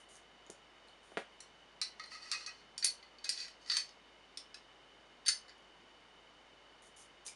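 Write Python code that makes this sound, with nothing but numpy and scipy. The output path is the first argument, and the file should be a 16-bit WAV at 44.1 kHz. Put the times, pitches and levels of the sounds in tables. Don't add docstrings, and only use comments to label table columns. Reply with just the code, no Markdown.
import sys
import numpy as np
from scipy import signal
from scipy.fft import rfft, irfft
from scipy.io import wavfile

SR = 44100
rng = np.random.default_rng(int(sys.argv[2]) if len(sys.argv) > 2 else 0)


def store_wav(level_fs):
    pcm = np.round(np.clip(np.atleast_2d(level_fs), -1, 1) * 32767)
    wavfile.write(sys.argv[1], SR, pcm.T.astype(np.int16))


def volts_from_decibels(level):
    exponent = np.asarray(level, float) / 20
    return 10 ** exponent


N = 324135


def rms_one(x):
    return x / np.sqrt(np.mean(x ** 2) + 1e-20)


def at_hz(points, hz):
    table = np.array(points)
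    return np.interp(np.log(hz + 1), np.log(table[:, 0]), table[:, 1])


def coloured(x, spectrum):
    log_gain = np.log(volts_from_decibels(at_hz(spectrum, np.fft.rfftfreq(2048, 1 / SR))))
    cepstrum = irfft(log_gain)
    cepstrum[1:1024] *= 2
    cepstrum[1025:] = 0
    impulse_response = irfft(np.exp(rfft(cepstrum)))
    return signal.oaconvolve(x, impulse_response)[:len(x)]


def ring(force, hz, t60):
    radius = volts_from_decibels(-60 / (t60 * SR))
    angle = 2 * np.pi * hz / SR
    return signal.lfilter([0, np.sin(angle)], [1, -2 * radius * np.cos(angle), radius ** 2], force + 1e-18)


def stroke_gain(strokes, rise_db_per_s, fall_db_per_s):
    t = np.arange(N) / SR
    gain = np.zeros(N)
    for start_s, length_s, level_db in strokes:
        before = np.clip(start_s - t, 0, 1)
        after = np.clip(t - start_s - length_s, 0, 1)
        gain += volts_from_decibels(level_db - rise_db_per_s * before - fall_db_per_s * after)
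    return gain


def grains(per_s, spread_db, size=N):
    sizes = volts_from_decibels(spread_db * np.minimum(rng.exponential(1, size), 4)) * rng.choice([-1, 1], size)
    return rms_one(sizes * (rng.random(size) < per_s / SR))


def damped_t60(t60):
    return 0.42 * np.clip(t60, .03, .4)


# pitch_hz, level_db
STEEL_COLOUR = [(700, -34), (1400, -32), (1800, -5), (3600, -5), (4550, 8), (6500, -5), (10000, -2),
                (14000, -18)]


def blow(modes, crack_db, low_db, high_db):
    t = np.arange(SR // 6) / SR
    hz, mode_db, t60 = np.transpose(modes)
    colour = [(2000, low_db + 22), (4500, 0.0031), (8500, high_db + 17)]
    noise, luck = rng.standard_normal(len(t)), rng.standard_normal((3, len(hz)))
    chatter = .22 * noise * np.exp(-t / .004)
    chatter[0] = 1
    gains = volts_from_decibels(mode_db + at_hz(colour, hz) + luck[0]) / np.sqrt(np.sum(volts_from_decibels(mode_db) ** 2))
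    pitches = hz * (1 + .004 * luck[1])
    lengths = damped_t60(t60) * volts_from_decibels(luck[2])
    rings = np.array([ring(chatter, f, d) + .45 * ring(chatter, f * 1.013, d / 2)
                      for f, d in zip(pitches, lengths)])
    ringing = 0.5 * (gains / np.abs(rings).max(axis=1)) @ rings
    sharp_edge = (1 - np.exp(-t / .0004)) * np.exp(-t / .0015)
    unresolved_modes = .09 * np.exp(-t / .011)
    crack = coloured(coloured(noise * (sharp_edge + unresolved_modes), STEEL_COLOUR), colour)
    return ringing + volts_from_decibels(crack_db) * crack


def friction(modes, strokes, span):
    hz, mode_db, t60 = np.transpose(modes)
    size = span.stop - span.start
    rough = grains(2500, 3.0, size=2 * SR)
    starts = rng.integers(0, SR, len(hz))
    hum = np.zeros(size)
    for i, db, f, d in zip(starts, mode_db, hz, damped_t60(t60)):
        hum += volts_from_decibels(0.76 * db) * ring(rough[i:i + size], f, .5 * d)
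    scratch = .5 * rms_one(coloured(rough[:size], STEEL_COLOUR))
    gain = stroke_gain(strokes, rise_db_per_s=600.5, fall_db_per_s=260.5)[span]
    return (rms_one(hum) + scratch) * gain * volts_from_decibels(1.0)


def steel(hits, modes, rub=None):
    out = np.zeros(N)
    for start_s, peak_db, crack_db, low_db, high_db in hits:
        sound = volts_from_decibels(peak_db) * blow(modes, crack_db, low_db, high_db)
        at = round(start_s * SR)
        out[at:at + len(sound)] += sound
    if rub:
        span = slice(round((rub[0][0] - .1) * SR), round((rub[-1][0] + .3) * SR))
        out[span] += friction(modes, rub, span)
    lowest_hz = np.min(np.transpose(modes)[0])
    high_pass = signal.butter(6, min(.88 * lowest_hz, 1600), "high", fs=SR, output="sos")
    return signal.sosfilt(high_pass, out)


# start_s, peak_db, crack_over_ring_db, lows_db, highs_db
LIFT_HITS = [
    (1.4041, -38, -3, -36, -8),
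]
# pitch_hz, level_db, t60_s
LIFT_BODY = [(4240, 2, .2), (6150, -4, .03), (7400, -8, .05), (8200, -7, .05), (9100, -9, .05),
             (10300, -12, .04)]


def lift():
    return steel(LIFT_HITS, LIFT_BODY)


# start_s, peak_db, crack_over_ring_db, lows_db, highs_db
ENTER_HITS = [
    (1.8148, -22, 3, -27, -15),
    (1.825, -26.5, -25, -24, -19),
]
# pitch_hz, level_db, t60_s
ENTER_BODY = [(1290, -8, 0.29), (2005, -5.5, 0.64), (2640, -8, 0.16), (2820, -7, 0.12), (3700, -26, 0.42),
              (4064, 5.5, 0.23), (4220, 6, 0.25), (4580, -17, 0.37), (4540, -5, 0.39), (4900, -20, 0.21),
              (5500, 2, 0.086), (5800, 2, 0.14), (5970, 1, 0.09), (6160, -16, 0.3), (6760, -30, 0.17),
              (7270, -26, 0.25), (8460, -30, 0.14), (9000, -12.5, 0.13), (8958, -18, 0.2),
              (9650, -11, 0.31)]


def enter():
    return steel(ENTER_HITS, ENTER_BODY)


# start_s, peak_db, crack_over_ring_db, lows_db, highs_db
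SLIP_HITS = [
    (1.9965, -31.5, -2, -22.5, -25),
    (2.038, -32, -6, -32, -21),
    (2.059, -51.5, -6.5, -10.5, -1),
    (2.1168, -46, -9, -12, -14),
    (2.1512, -39, -26, -18, -33),
    (2.2237, -39, -26, -32, -31),
    (2.257, -49.5, -15, -11.5, -30),
]
# pitch_hz, level_db, t60_s
SLIP_BODY = [(1284, 0, .6), (1950, 3, .28), (2066, -14, .23), (2545, -9, .13), (3690, -16, .2),
             (4200, 2, .28), (4550, 1, .14), (5240, -13, .15), (5700, -16, .15), (6340, -19, .15),
             (7440, -21, .15), (8970, -15, .1), (9900, -21, .12)]


def slip():
    return steel(SLIP_HITS, SLIP_BODY)


# start_s, peak_db, crack_over_ring_db, lows_db, highs_db
FEED_HITS = [
    (2.3152, -23.5, 6, -23.5, -16),
    (2.3235, -24.5, -23, -21, -19),
    (2.332, -28.5, -20, -12, -21),
    (2.3474, -29, -20, -16, -32),
    (2.359, -35, -22, -20, -22),
    (2.408, -38, -20, -19, -29),
    (2.421, -58, -6, -22, -16),
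    (2.4625, -28.5, -24, -56, -8.5),
    (2.475, -40, -16, -6.5, -25),
    (2.493, -43.5, -12, -8, -18),
]
# pitch_hz, level_db, t60_s
FEED_BODY = [(1284, -10, .35), (1660, -18, .25), (1950, -9, .2), (2070, -16, .2), (2520, -5, .17),
             (2680, -6, .12), (3590, -23, .2), (4060, -12, .15), (4240, 3, .22), (4560, 2, .2),
             (4760, -7, .12), (5240, -11, .12), (5490, -1, .1), (5790, -3, .1), (6310, -10, .14),
             (7400, -13, .1), (8400, -18, .1), (9100, -22, .1), (9900, -18, .1)]
# start_s, length_s, level_db
FEED_STROKES = [
    (1.997, 0.037, -68),
    (2.12, 0.013, -54),
    (2.152, 0.0093, -68),
    (2.225, 0.093, -59),
    (2.37, 0.061, -57.5),
    (2.52, 0.086, -71),
]


def feed():
    return steel(FEED_HITS, FEED_BODY, FEED_STROKES)


# start_s, peak_db, crack_over_ring_db, lows_db, highs_db
NUDGE_HITS = [
    (2.7788, -24.5, -0.5, -44, -12),
    (2.8257, -22.5, -15, -25, -21),
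    (2.8325, -29, -20, -17.5, -27),
]
# pitch_hz, level_db, t60_s
NUDGE_BODY = [(2020, -7, .2), (2490, -8.5, .15), (4100, -17.5, .15), (4295, -12.5, .15), (4600, 7, 0.073),
              (4840, -7, 0.081), (5200, -15.5, 0.092), (5730, -11.5, .12), (6000, -14.5, .1),
              (7440, -21.5, .08), (8240, -9.5, 0.19), (9020, -16, .08), (9920, -16.5, .15)]


def nudge():
    return steel(NUDGE_HITS, NUDGE_BODY)


# start_s, peak_db, crack_over_ring_db, lows_db, highs_db
DROP_HITS = [
    (2.8427, -24, -13.5, -39, -7.5),
    (2.8452, -17, 1.5, -38, -6.5),
    (2.853, -26.5, -18.5, -19, -11),
    (2.868, -24.5, -18, -22.5, -18),
    (3.027, -45, -4, -11, -31),
]
# pitch_hz, level_db, t60_s
DROP_BODY = [(2050, -7, .25), (2540, -18, .2), (4000, -14, .15), (4315, 2, .24), (4480, 5, .16),
             (4750, -12, .15), (5100, -10, .14), (5480, -13, .15), (5780, -9, .15), (6300, -24, .15),
             (6650, -24, .15), (6850, -20, .15), (7500, -24, .12), (8300, -12, .1), (8640, -19, .1),
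             (8990, -6, .12), (9600, -11, .12), (10230, 0, .13), (10450, -9, .13), (13500, -14, .15)]


def drop():
    return steel(DROP_HITS, DROP_BODY)


# start_s, peak_db, crack_over_ring_db, lows_db, highs_db
PUSH_HITS = [(3.185, -45, -4, -21, -24), (3.2405, -41, -10, -25, -8), (3.2433, -24.5, -11, -33, -10.5),
             (3.2505, -36, -12, -31, -18), (3.2545, -33, -20, -9.5, -20), (3.2655, -42, -20, -8, -18),
             (3.2917, -18, 5.5, -45, -17.5), (3.2981, -32, -1.5, -29, 1), (3.364, -38, -20, -23, -25),
             (3.3765, -34, -20, -22, -25), (3.401, -30, -20, -24, -27), (3.428, -37, -16, -19, -23),
             (3.448, -40, -8, -6, -22), (3.482, -43, -2, -8, -13)]
# pitch_hz, level_db, t60_s
PUSH_BODY = [(1650, -21, .2), (1970, -14, 0.34), (2055, -19, 0.22), (2550, -8, .15), (3960, -12, 0.33),
             (4260, 2, 0.12), (4590, 8.5, 0.085), (4700, -11, 0.18), (5190, -8, 0.17), (5530, -7, 0.2),
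             (5640, -10, 0.22), (6400, -5, 0.18), (7400, -10, 0.079), (8300, -23, 0.11), (9000, -18, 0.089),
             (9950, -12, 0.082), (10200, -30, .12)]
# start_s, length_s, level_db
PUSH_STROKES = [
    (3.30, 0.026, -52),
    (3.376, 0.057, -50.5),
]


def push():
    return steel(PUSH_HITS, PUSH_BODY, PUSH_STROKES)


# start_s, peak_db, crack_over_ring_db, lows_db, highs_db
ROCK_HITS = [(3.6613, -40, -17, -14, -22), (3.6768, -38, -12, -16, -22), (3.6992, -15, -23, -25, -52),
             (3.7165, -18, -2.5, -44, -17), (3.7225, -33, -18, -34, -22), (3.734, -33, -18, -27, -22),
             (3.743, -36, -18, -30, -19), (3.7545, -40, -16, -22, -18), (3.7615, -32, -20, -21, -20),
             (3.7681, -17.5, 4, -23, -16.5), (3.7745, -31, -21, -18, -24), (3.785, -37, -18, -22, 1),
             (3.793, -38, -18, -13, -15), (3.804, -41, -18, -18, -16), (3.8913, -45, 7, -27, -27)]
# pitch_hz, level_db, t60_s
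ROCK_BODY = [(1275, -20, .3), (1745, -17, .2), (1958, -7, .2), (2505, -14, .15), (2980, -24, .1),
             (3900, -19, .12), (4135, -12, .15), (4300, -7, .15), (4520, 8, .11), (4755, -2, .12),
             (4950, -12, .12), (5240, -7, .14), (5460, -11, .15), (5755, -13, .12), (6300, -14, .18),
             (6410, -12, .18), (7500, -19, .15), (8800, -17, .08), (9800, -18, .1), (12600, -15, .1)]
# start_s, length_s, level_db
ROCK_STROKES = [
    (3.618, 0.011, -68),
    (3.688, .015, -55),
    (3.725, 0.04, -44),
]


def rock():
    return steel(ROCK_HITS, ROCK_BODY, ROCK_STROKES)


# start_s, peak_db, crack_over_ring_db, lows_db, highs_db
TURN_HITS = [
    (4.373, -30, 0, -24.5, -13.5),
]
# pitch_hz, level_db, t60_s
TURN_BODY = [(2040, -16, .1), (4260, -3, .08), (4660, -6, .08), (5320, 2, .045), (6100, -12, .06),
             (7360, -10, .08), (8990, -7, .05), (9900, -16, .07)]


def turn():
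    return steel(TURN_HITS, TURN_BODY)


# start_s, peak_db, crack_over_ring_db, lows_db, highs_db
TILT_HITS = [
    (4.5436, -31.5, -2, -26.5, -20),
    (4.5471, -48, -12, -13, -34),
]
# pitch_hz, level_db, t60_s
TILT_BODY = [(1710, -2, .1), (2610, -3, .1), (3920, -1, .07), (4530, -6, .07), (5300, 0, .05),
             (6500, -9, .07), (7420, -15, .08), (8800, -12, .07)]


def tilt():
    return steel(TILT_HITS, TILT_BODY)


# start_s, peak_db, crack_over_ring_db, lows_db, highs_db
LOCK_HITS = [
    (5.2535, -40, -25, -35, -35),
    (5.2612, -32.5, -8, -33, -2),
    (5.2643, -25, -18, -31, -14),
    (5.2688, -27, -17, -21, -31),
    (5.2822, -13.5, -1, -26.5, -8),
    (5.2865, -16, -24, -22, -12),
    (5.2975, -28, -18, -34, -19),
    (5.309, -32.5, -18, -27, -19),
    (5.4818, -48, -17, -13, -14),
    (5.494, -42.5, -9, -16.5, -36),
]
# pitch_hz, level_db, t60_s
LOCK_BODY = [(1750, -6, .23), (2030, -2, .18), (2560, -17, .2), (3000, -20, .12), (4090, -9, .12),
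             (4310, -5, .15), (4565, 6, .1), (4745, -1, .15), (5200, 0, .2), (5490, -11, .12),
             (5720, -15, .15), (6360, -11, .17), (6770, -14, .15), (7110, -9, .14), (7400, -19, .12),
             (8140, -24, .1), (8600, -14, .1), (8950, -8, .17), (9135, -8, .17), (10300, -13, .13)]


def lock():
    return steel(LOCK_HITS, LOCK_BODY)


# start_s, length_s, level_db
RUSTLE_STROKES = [
    (0.001, .005, -68.5),
    (.09, 0.075, -67.5),
    (.875, .01, -78),
    (1.03, 0.11, -77.5),
    (1.182, .01, -69),
    (1.32, 0.027, -87),
    (6.826, 0.047, -70),
    (6.965, 0.061, -64),
    (7.252, .01, -61),
    (7.265, 0.0053, -48.5),
]
# pitch_hz, level_db_per_hz
COIL_COLOUR = [(2060, -17), (3500, -9), (4140, -10), (5040, -9), (5560, -5), (6870, -1.5), (7930, -3.5),
               (9330, 3.5), (11400, -2), (13300, -11), (14800, -47), (22000, -120)]
# start_s, peak_db, ring_hz, ring_over_click_db
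TICKS = [(.156, -50, 6400, -9), (.168, -51, 6900, -8), (0.4652, -61, 6800, 7), (0.5012, -37, 7000, -13),
         (.885, -62, 4200, 9.5), (1.1715, -52, 9000, -6), (1.1768, -42, 8300, -17), (5.582, -66, 10000, 7),
         (6.822, -59.5, 9250, 6.5), (7.2645, -39.5, 6300, -1), (7.28, -43.5, 5100, 2.5),
         (7.285, -51, 2380, 2.5)]


def spring():
    rustle = rms_one(coloured(grains(5000, 1.0), COIL_COLOUR))
    out = rustle * stroke_gain(RUSTLE_STROKES, rise_db_per_s=4000, fall_db_per_s=450) * volts_from_decibels(5.0)
    for start_s, peak_db, hz, ring_db in TICKS:
        click = np.zeros(900)
        click[0] = volts_from_decibels(peak_db)
        ringing = 1.17 * volts_from_decibels(ring_db) * ring(click, hz, 60.0 / hz)
        at = round(start_s * SR)
        out[at:at + 900] += ringing + 8.8 * coloured(click, COIL_COLOUR)
    return out


# start_s, peak_db, hardness_hz
PUSHES = [
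    (0.498, -42, 420),
    (.503, -59, 503),
    (1.119, -43.5, 900),
    (1.1718, -20, 1510),
    (1.176, -26.5, 1600),
    (1.179, -31, 2000),
    (2.8479, -43, 1215),
]
# pitch_hz, level_db, t60_s
BOARD_MODES = [(220, 2.5, 0.035), (349, 12.5, 0.023), (690, 12.5, 0.015), (790, 3.5, 0.072),
               (1380, -31, 0.026), (1430, 13, 0.0043), (2250, -26.5, 0.049), (2830, -12.5, 0.027)]


def thumps():
    force, t = np.zeros(3 * SR), np.arange(300) / SR
    for start_s, peak_db, hardness_hz in PUSHES:
        phase = 2 * np.pi * hardness_hz * t
        at = round(start_s * SR)
        force[at:at + 300] += volts_from_decibels(peak_db) * (phase * np.exp(1 - phase)) ** 2
    thump = 1.29 * force
    for k, (hz, level_db, t60) in enumerate(BOARD_MODES):
        thump += (-1) ** k * volts_from_decibels(level_db - 40) * ring(force, hz, t60)
    thump = signal.sosfilt(signal.butter(2, 140, "high", fs=SR, output="sos"), thump)
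    towel = signal.butter(2, 4200, fs=SR, output="sos")
    return np.pad(signal.sosfilt(towel, thump), (0, N - len(force)))


# pitch_hz, t60_s
ROOM_DECAY = [(500, 0.15), (2000, 0.23), (5000, 0.23), (10000, 0.17)]


def room(x):
    t = np.arange(SR // 2) / SR
    tail, edges = np.zeros(len(t)), 125 * 2. ** np.arange(8)
    for low, high in zip(edges, edges[1:]):
        octave = signal.butter(2, [low, high], "band", fs=SR, output="sos")
        band = signal.sosfilt(octave, rng.standard_normal(len(t)))
        tail += band * volts_from_decibels(-60 * t / at_hz(ROOM_DECAY, np.sqrt(low * high)))
    rise_s = 0.002
    tail *= 1 - np.exp(-(t / rise_s) ** 2)
    return volts_from_decibels(-4.5) * signal.oaconvolve(x, tail / np.sqrt(np.sum(tail ** 2)))[:N]


# pitch_hz, level_db_per_hz
FLOOR_COLOUR = [(20, -19), (70, -13), (150, -6), (370, -1), (900, -1.5), (2000, -6), (2500, -8.5),
                (3300, -16), (5000, -15.5), (7000, -21.5), (9000, -24), (11000, -24.5), (14000, -34)]
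# pitch_hz, width_hz, level_db
FAN_WHISTLES = [
    (2156, 35, -77),
    (2979, 91, -68.5),
    (3670, 140, -76.5),
    (4550, 83, -81.5),
]


def floor():
    spectrum = rfft(rng.standard_normal(N)) * volts_from_decibels(at_hz(FLOOR_COLOUR, np.fft.rfftfreq(N, 1 / SR)))
    out = volts_from_decibels(-63.5) * rms_one(irfft(spectrum, N))
    for hz, width_hz, level_db in FAN_WHISTLES:
        t60 = np.log(1000) / np.pi / width_hz
        out += volts_from_decibels(level_db) * rms_one(ring(rng.standard_normal(N), hz, t60))
    hum = np.sqrt(2) * np.sin(2 * np.pi * 52 * np.arange(N) / SR)
    return out + volts_from_decibels(-79.5) * hum


def scene():
    parts = lift() + enter() + slip() + feed() + nudge() + drop()
    parts += push() + rock() + turn() + tilt() + lock()
    parts += spring() + thumps()
    return (parts + room(parts) + floor())[None]


def top_cut(x):
    return signal.sosfilt(signal.butter(12, 13900, fs=SR, output="sos"), x)


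# pitch_hz, level_db
MICROPHONE_COLOUR = [(7000, 0), (7950, -6.5), (8500, -1), (10800, -9.5), (11600, -25.5), (12100, -33.5),
                     (13000, -26), (13900, -48.5), (16000, -59)]


def record(dry):
    mix = coloured(dry[0], MICROPHONE_COLOUR)[None]
    return top_cut(mix)


dry = scene()
out = record(dry)
store_wav(out)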